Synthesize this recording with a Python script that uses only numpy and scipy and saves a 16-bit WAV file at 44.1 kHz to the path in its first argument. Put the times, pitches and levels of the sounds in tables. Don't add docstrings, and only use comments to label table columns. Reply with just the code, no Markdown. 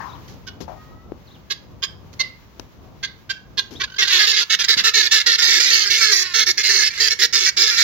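import sys
import numpy as np
from scipy import signal
from scipy.fft import rfft, irfft, next_fast_len
from scipy.io import wavfile
from scipy.ndimage import uniform_filter1d, map_coordinates

SR = 44100
rng = np.random.default_rng(int(sys.argv[2]) if len(sys.argv) > 2 else 0)


def to_wav(s):
    ch = np.atleast_2d(s).T
    pcm = np.round(np.clip(ch, -1, 1) * 32767)
    wavfile.write(sys.argv[1], SR, pcm.astype(np.int16))


N = 345303

HOLLOW_HZ = 1110
CHEK_ORDER = 4
WHISTLE_NEAR_HZ = 1780
RATTLE_S, RATTLE_GAP_S, RATTLE_TICK_S, RATTLE_COUNT = 3.872, .0215, 0.0089, 12
RATTLE_DB, RATTLE_GROWS_DB, RATTLE_TOP_DB = -42, 2.5, -25
RATTLE_HZ, RATTLE_CLIMB_HZ, RATTLE_TOP_HZ = 1500, 34.8, 1628
RATTLE_WHISTLE_DB, RATTLE_BRIGHT_DB = 1, 12
CHORUS_WHISTLE_DB, CHORUS_BRIGHT_DB = -15, 7
LOUD_DB, BRIGHTER = -15.5, 0.37
SAG_PER_S = 0.71
SCOOP, SCOOP_S = 0.0623, 0.00574
FLUTTER_DB = 1
CHEK_SHAPE, RATTLE_SHAPE, CHORUS_SHAPE = (0.015, 91), (0.011, -300), (0.014, -32)  # (attack s, swell dB per s)
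BLUR_RATE = 160


def amp(db):
    return 10 ** (np.asarray(db) / 20)


def unit(x):
    return x / np.sqrt(np.mean(x ** 2) + 1e-20)


def along(points, hz):
    f, v = np.transpose(points)
    return np.interp(np.log(hz + 1), np.log(f + 1), v)


def curves(rows):
    s, *cols = np.transpose(rows)
    return [np.interp(np.arange(N) / SR, s, c) for c in cols]


def wobble(rate, size=N):
    knots = rng.standard_normal(int(size * rate / SR) + 4)
    return map_coordinates(knots, [np.arange(size) * rate / SR])


def filtered(x, response):
    m = next_fast_len(x.shape[-1] + 4096)
    return irfft(rfft(x, m) * response(np.fft.rfftfreq(m, 1 / SR)), m)[..., :x.shape[-1]]


def modes(table):
    def response(f):
        return sum((-1) ** k * amp(db) * 1j * f * width / (hz * hz - f * f + 1j * f * width)
                   for k, (hz, width, db) in enumerate(table))
    return response


def add(track, s, sound):
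    part = track[..., round(s * SR):round(s * SR) + sound.shape[-1]]
    part += sound[..., :part.shape[-1]]


def birds():
    # frequency in Hz, left-minus-right level in dB
    side_tilt = [(60, -8), (380, 3.5), (2380, -3.5), (15000, -14)]
    calls = flock()
    blurred = calls.mean(0) * unit(wobble(BLUR_RATE))
    near = calls + amp(-12) * pen(blurred, t60_scale=.8)
    halves = np.array([[1], [-1]]) / 2
    return amp(2.5) * filtered(near, lambda hz: amp(halves * along(side_tilt, hz)))


def flock(release=.04, scatter=.022):
    # resonance in Hz, width in Hz, gain in dB
    low_pipe = [(1230, 400, -14), (1677, 451, -1), (2223, 438, 1)]
    # Hz, width in Hz, gain in dB
    high_pipe = [(3540, 960, -6.5), (4144, 306, 2), (4935, 860, -1.5), (7140, 3750, -10.5),
                 (11130, 16000, -24)]
    whistle_levels = [0, -4, -10, -15]
    # time in seconds, noise share of the buzz (0-1),
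    # hollow tone in dB against the note, neck length as a factor
    voice = [(0, 0.83, -17, 1.17), (3.85, 0.12, -15.5, 1.176), (4.15, 0.37, -30.5, 1.13),
             (6.19, 0.72, -47, 0.95), (6.23, 0.15, -5, 1.02), (6.32, 0.15, -35, 1.04),
             (6.35, 0.67, -51, 0.97)]

    def smear(f):
        return np.exp(-1j * (f / 650) ** 2 / (1 + f / 9000))

    out = np.zeros((2, N))
    share, hollow, necks = curves(voice)
    share = np.clip(share, 0, 1)
    for s, length, db, buzz_hz, whistle_hz, whistle_db, bright_db, (rise, swell) in notes():
        t = np.arange(round((length + release) * SR)) / SR
        n = len(t)
        rough = share[round((s + length / 2) * SR)]
        hollow_db, stretch = hollow[round(s * SR)], necks[round(s * SR)]

        glide = 1 + SAG_PER_S * (length / 2 - t) - SCOOP * np.exp(-t / SCOOP_S)
        pulses, breath, ground = buzz(buzz_hz * glide, rough)
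        other, _, other_ground = buzz((810 - buzz_hz) * glide, rough)
        other = rough * other
        ground = amp(5 * wobble(35, n)) * ground + rough * amp(6 * wobble(25, n)) * other_ground

        shift = 1 + 0.022 * rng.standard_normal(2)
        low_source = pulses + .5 * other + .5 * np.sqrt(rough) * breath
        low = filtered(low_source, lambda f: modes(low_pipe)(f * shift[0]) * f / (f - 900j))
        high_source = pulses + other + 2 * np.sqrt(rough) * breath
        high = filtered(high_source, lambda f: modes(high_pipe)(f * shift[1] * stretch) * smear(f))
        turn = 2 * np.pi * np.cumsum(whistle_hz * glide * (1 + .025 * wobble(90, n))) / SR
        whistle = sum(amp(level + 0.93 * wobble(123.0, n)) * np.sin((k + 1) * turn)
                      for k, level in enumerate(whistle_levels))
        hollow_turn = 2 * np.pi * np.cumsum(HOLLOW_HZ * shift[0] * glide) / SR

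        body = unit(unit(low) + amp(bright_db) * unit(high))
        note = unit(body + amp(whistle_db + 4) * whistle)
        note = note + amp(-28.0) * ground + amp(hollow_db) * np.sin(hollow_turn)
        shape_db = db + swell * (np.minimum(t, length) - length / 2) + FLUTTER_DB * wobble(44.0, n)
        shape_db = shape_db - 60 * np.maximum(t - length, 0) / release
        attack = np.sin(np.pi / 2 * np.minimum(t / rise, 1)) ** 2
        note = attack * amp(shape_db) * note

        paths = rng.standard_normal((2, 800)) * amp(-60 * np.arange(800) / (scatter * SR))
        paths = signal.lfilter([1, -1], [1, -.9], paths)
        paths = amp([[2], [-2]]) * paths / np.linalg.norm(paths, axis=1, keepdims=True)
        paths[[0, 1], [3, 0]] += 1
        heard = signal.fftconvolve(note[None], paths, axes=1)
        add(out, s, heard * np.linalg.norm(note) / np.linalg.norm(heard, axis=1, keepdims=True))
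    return out


def notes():
    # start in seconds, length in seconds, relative level in dB,
    # whistle in Hz before its glide, relative whistle level in dB, brightness in dB
    chek_rows = [(.463, 0.025, -36, 1516, -2.5, 8), (1.497, 0.026, -24, 1709, -6, 7),
                 (1.819, 0.028, -24, 1643, -3.5, 3.5), (2.19, .024, -22, 2131, -3.5, 16),
                 (3.025, 0.028, -26, 1665, -5.5, 2), (3.29, 0.024, -24.5, 1606, -3.5, 3.5),
                 (3.57, .026, -20.5, 1649, -12.5, 12), (3.795, .025, -25, 1566, -9, 1),
                 (3.828, 0.014, -23, 1694, -5, 1)]
    # start in seconds, length in seconds, relative level in dB, buzz in Hz at mid-note
    chorus_rows = [(3.979, 0.036, -20, 422), (4.011, 0.026, -17, 385), (4.041, 0.019, -23.5, 366),
                   (4.069, .016, -20.5, 411), (4.09, 0.025, -19, 405), (4.115, 0.071, -19.5, 368.6),
                   (4.182, 0.077, -17.5, 422.8), (4.261, 0.06, -18, 444.3), (4.319, 0.036, -22, 426.6),
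                   (4.357, 0.054, -19, 424.2), (4.399, 0.032, -22.5, 352.6), (4.494, 0.0567, -18, 438),
                   (4.585, 0.038, -21, 354), (4.631, 0.019, -21, 391), (4.677, 0.065, -17.5, 443.3),
                   (4.765, .044, -20.5, 353), (4.834, .06, -17, 449), (4.933, 0.084, -18, 441.4),
                   (5.018, 0.056, -21.5, 363.4), (5.107, 0.083, -17, 441.4), (5.192, 0.024, -20.5, 351),
                   (5.257, 0.1, -17.5, 465.2), (5.377, 0.042, -20.5, 362.5), (5.414, 0.069, -18, 464.6),
                   (5.476, 0.11, -18, 445.4), (5.591, 0.059, -17, 479.7), (5.649, 0.057, -20.5, 486.4),
                   (5.696, .15, -19.5, 441), (5.847, 0.044, -22.5, 415), (5.894, 0.078, -19, 447.4),
                   (5.968, 0.036, -21.5, 462.5), (6, 0.13, -19, 434.4), (6.11, 0.12, -20, 379),
                   (6.219, 0.11, -32, 367), (6.333, .1, -18.5, 447.4), (6.459, .055, -19, 447),
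                   (6.57, 0.048, -22, 424), (6.627, 0.063, -20.5, 428.4), (6.685, 0.15, -19, 439.3),
                   (6.818, 0.066, -21, 431.7), (6.896, 0.022, -33, 460), (6.921, 0.023, -34, 457),
                   (6.942, .03, -34.5, 444), (6.969, 0.027, -27.5, 415), (6.993, 0.092, -19, 446),
                   (7.096, 0.037, -22.5, 449), (7.185, 0.028, -22, 428), (7.209, 0.048, -17.5, 471.5),
                   (7.323, 0.072, -19.5, 452), (7.395, 0.064, -21, 443), (7.453, 0.041, -19, 387.7),
                   (7.563, 0.14, -19, 450.7), (7.699, 0.074, -24, 464.4), (7.768, 0.06, -17, 451.6)]
    calls = []
    for s, length, db, hz, whistle_db, bright_db in chek_rows:
        calls.append((s, length, db, hz / CHEK_ORDER, hz, whistle_db, bright_db, CHEK_SHAPE))
    for k in range(RATTLE_COUNT):
        s = RATTLE_S + k * RATTLE_GAP_S
        db = min(RATTLE_DB + k * RATTLE_GROWS_DB, RATTLE_TOP_DB)
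        hz = min(RATTLE_HZ + k * RATTLE_CLIMB_HZ, RATTLE_TOP_HZ)
        calls.append((s, RATTLE_TICK_S, db, hz / CHEK_ORDER, hz,
                      RATTLE_WHISTLE_DB, RATTLE_BRIGHT_DB, RATTLE_SHAPE))
    for s, length, db, hz in chorus_rows:
        whistle_hz = hz * round(WHISTLE_NEAR_HZ / hz)
        bright_db = CHORUS_BRIGHT_DB + BRIGHTER * (db - LOUD_DB)
        calls.append((s, length, db, hz, whistle_hz, CHORUS_WHISTLE_DB, bright_db, CHORUS_SHAPE))
    return calls


def buzz(hz, rough, jitter=.022, halving=.4):
    n = len(hz)
    cycle = 2 * np.pi * (rng.random() + np.cumsum(hz * (1 + jitter * wobble(310.2, n))) / SR)
    pulses = np.exp(300 * (np.cos(cycle) - 1))
    breath = np.exp(np.cos(cycle)) * rng.standard_normal(n)
    uneven = 1 + np.tanh(halving * wobble(60.2, n)) * np.cos(cycle / 2)
    tone = np.sqrt(1 - rough) * unit(uneven * pulses - pulses.mean())
    return tone, unit(uneven * breath), np.cos(cycle)


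def pen(x, t60_scale):
    # frequency in Hz, 60 dB decay time in seconds at a t60_scale of 1
    decay = [(400, 0.58), (3000, 0.42), (14000, 0.34)]
    hz, t, z = signal.stft(rng.standard_normal((2, SR // 3)), SR, nperseg=128)
    fade = amp(-60 * t / (t60_scale * along(decay, hz)[:, None]))
    tail = signal.istft(z * fade, SR, nperseg=128)[1]
    return signal.fftconvolve(x[None], tail / np.linalg.norm(tail[0]), axes=1)[:, :N]


def scuffs():
    # start in seconds, grit level in dB, thump level in dB, thump in Hz,
    # decay time in seconds, left-minus-right level in dB
    contacts = [(0, -64, -45.5, 1004, 0.14, 28), (0, -71, -48, 1700, .06, 23),
                (0.278, -48.5, -72, 298, 0.065, -3), (0.604, -51, -43.5, 235, .035, 29.5),
                (0.679, -73, -47.5, 725, 0.072, 33), (2.129, -47.5, -52, 298, 0.019, -6),
                (2.596, -40.5, -33.5, 316, 0.0043, 19), (3.708, -49, -43.5, 242, 0.075, 13.5),
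                (4.76, -45, -47.5, 200, 0.085, 15.5)]
    # start in seconds, level in dB before panning, settled pitch in Hz, 60 dB decay in seconds
    knock = (1.1205, -19, 330, .016)
    out = np.zeros((2, N))
    for s, grit_db, thump_db, thump_hz, length, pan_db in contacts:
        t = np.arange(round((3 * length + 0.036) * SR)) / SR
        shape = (1 - np.exp(-t / 0.00026)) * np.exp(-(t / length) ** 2)
        grit = rng.standard_normal((2, len(t))) * amp(2.2 * wobble(490, len(t)))
        grit = unit(filtered(grit, modes([(2270, 6000, 5.0), (5600, 2700, 10.5), (12400, 2000, -4.0)])))
        thump_mode = modes([(thump_hz, 250 + .1 * thump_hz, 0)])
        thump = unit(filtered(rng.standard_normal(len(t)), lambda f: thump_mode(f) ** 2))
        contact = shape * (amp(grit_db) * grit + amp(thump_db) * thump)
        add(out, s, contact * amp([[pan_db / 2], [-pan_db / 2]]))
    s, db, hz, t60 = knock
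    t = np.arange(1500) / SR
    turn = 2 * np.pi * hz * (t + .0006 * (1 - np.exp(-t / .001)))
    add(out, s, amp(db - 60 * t / t60) * np.sin(turn) * amp([[5], [-9]]))
    return out


def far_calls():
    # start in seconds, length in seconds, from Hz, to Hz, relative level in dB
    strokes = [ (.09, 0.026, 4050, 3480, -49.5), (.115, 0.029, 2980, 4360, -49),
               (.148, 0.016, 3550, 2730, -53), (1.266, 0.029, 4800, 3220, -53),
               (1.297, .035, 3100, 4460, -53), (1.333, 0.039, 4150, 2520, -53),
               (3.749, 0.029, 2990, 4150, -38.5)]
    # time in seconds, lower line in Hz, relative level in dB
    squeak = [(0.76, 1247, -60.5), (0.882, 1256, -59), (1.09, 1332, -65)]
    out = np.zeros(N)
    for s, length, from_hz, to_hz, db in strokes:
        n = round(length * SR)
        turn = 2 * np.pi * np.cumsum(np.linspace(from_hz, to_hz, n)) / SR
        add(out, s, amp(db) * np.hanning(n) ** .5 * np.sin(turn))
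    hz, db = curves(squeak)
    t = np.arange(N) / SR
    turn = 2 * np.pi * np.cumsum(hz) / SR
    on = uniform_filter1d(1. * ((t > squeak[0][0]) & (t < squeak[-1][0])), size=900)
    lines = np.sin(turn) + amp(-8) * np.sin(3 / 2 * turn)
    out += on * amp(db + 5.5 + 1.7 * wobble(39)) * lines
    return out * amp([[-1], [1]]) + amp(-2.5) * pen(out, t60_scale=0.56)


def air():
    # time in seconds, rumble in dB, hiss in dB, both before their random swells
    levels = [(0, -42, -50), (1, -46.5, -54.5), (3.85, -48, -54.5), (4.15, -54.5, -43), (7.83, -54, -56)]
    # frequency in Hz, relative gain in dB
    rumble_tone = [(15, -71), (25, -32), (50, -1.5), (91, -0.5), (374, -13.5), (1200, -23.5), (1560, -36),
                   (2640, -120)]
    # frequency in Hz, relative gain in dB
    hiss_tone = [(500, -67), (900, -7), (3000, -14), (6000, -18), (12000, -27), (16500, -11)]
    shared, left, right = rng.standard_normal((3, N))
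    rumble_noise = shared + 1.23 * np.array([left, right])
    rumble = unit(filtered(rumble_noise, lambda hz: amp(along(rumble_tone, hz))))
    hiss = unit(filtered(rng.standard_normal((2, N)), lambda hz: amp(along(hiss_tone, hz))))
    rumble_db, hiss_db = curves(levels)
    rustle = amp(2 * wobble(5) + 1.5 * np.array([wobble(25), wobble(25)]))
    lumps = amp(1.6 * wobble(3.536) + 1.46 * wobble(13))
    return amp(rumble_db) * lumps * rumble * amp([[1], [-1]]) + amp(hiss_db) * rustle * hiss


def scene():
    return birds() + scuffs() + far_calls() + air()


def record(dry):
    # frequency in Hz, gain in dB
    treble = [(6500, 2), (7600, -5), (8600, -33), (9600, -10.5), (11500, 0.5), (16000, -4.5)]
    x = filtered(dry, lambda hz: amp(along(treble, hz)))
    x = x / (1 + np.abs(x) ** 6) ** (1 / 6)
    return filtered(x, lambda hz: hz < 15900)


dry = scene()
out = record(dry)
to_wav(out)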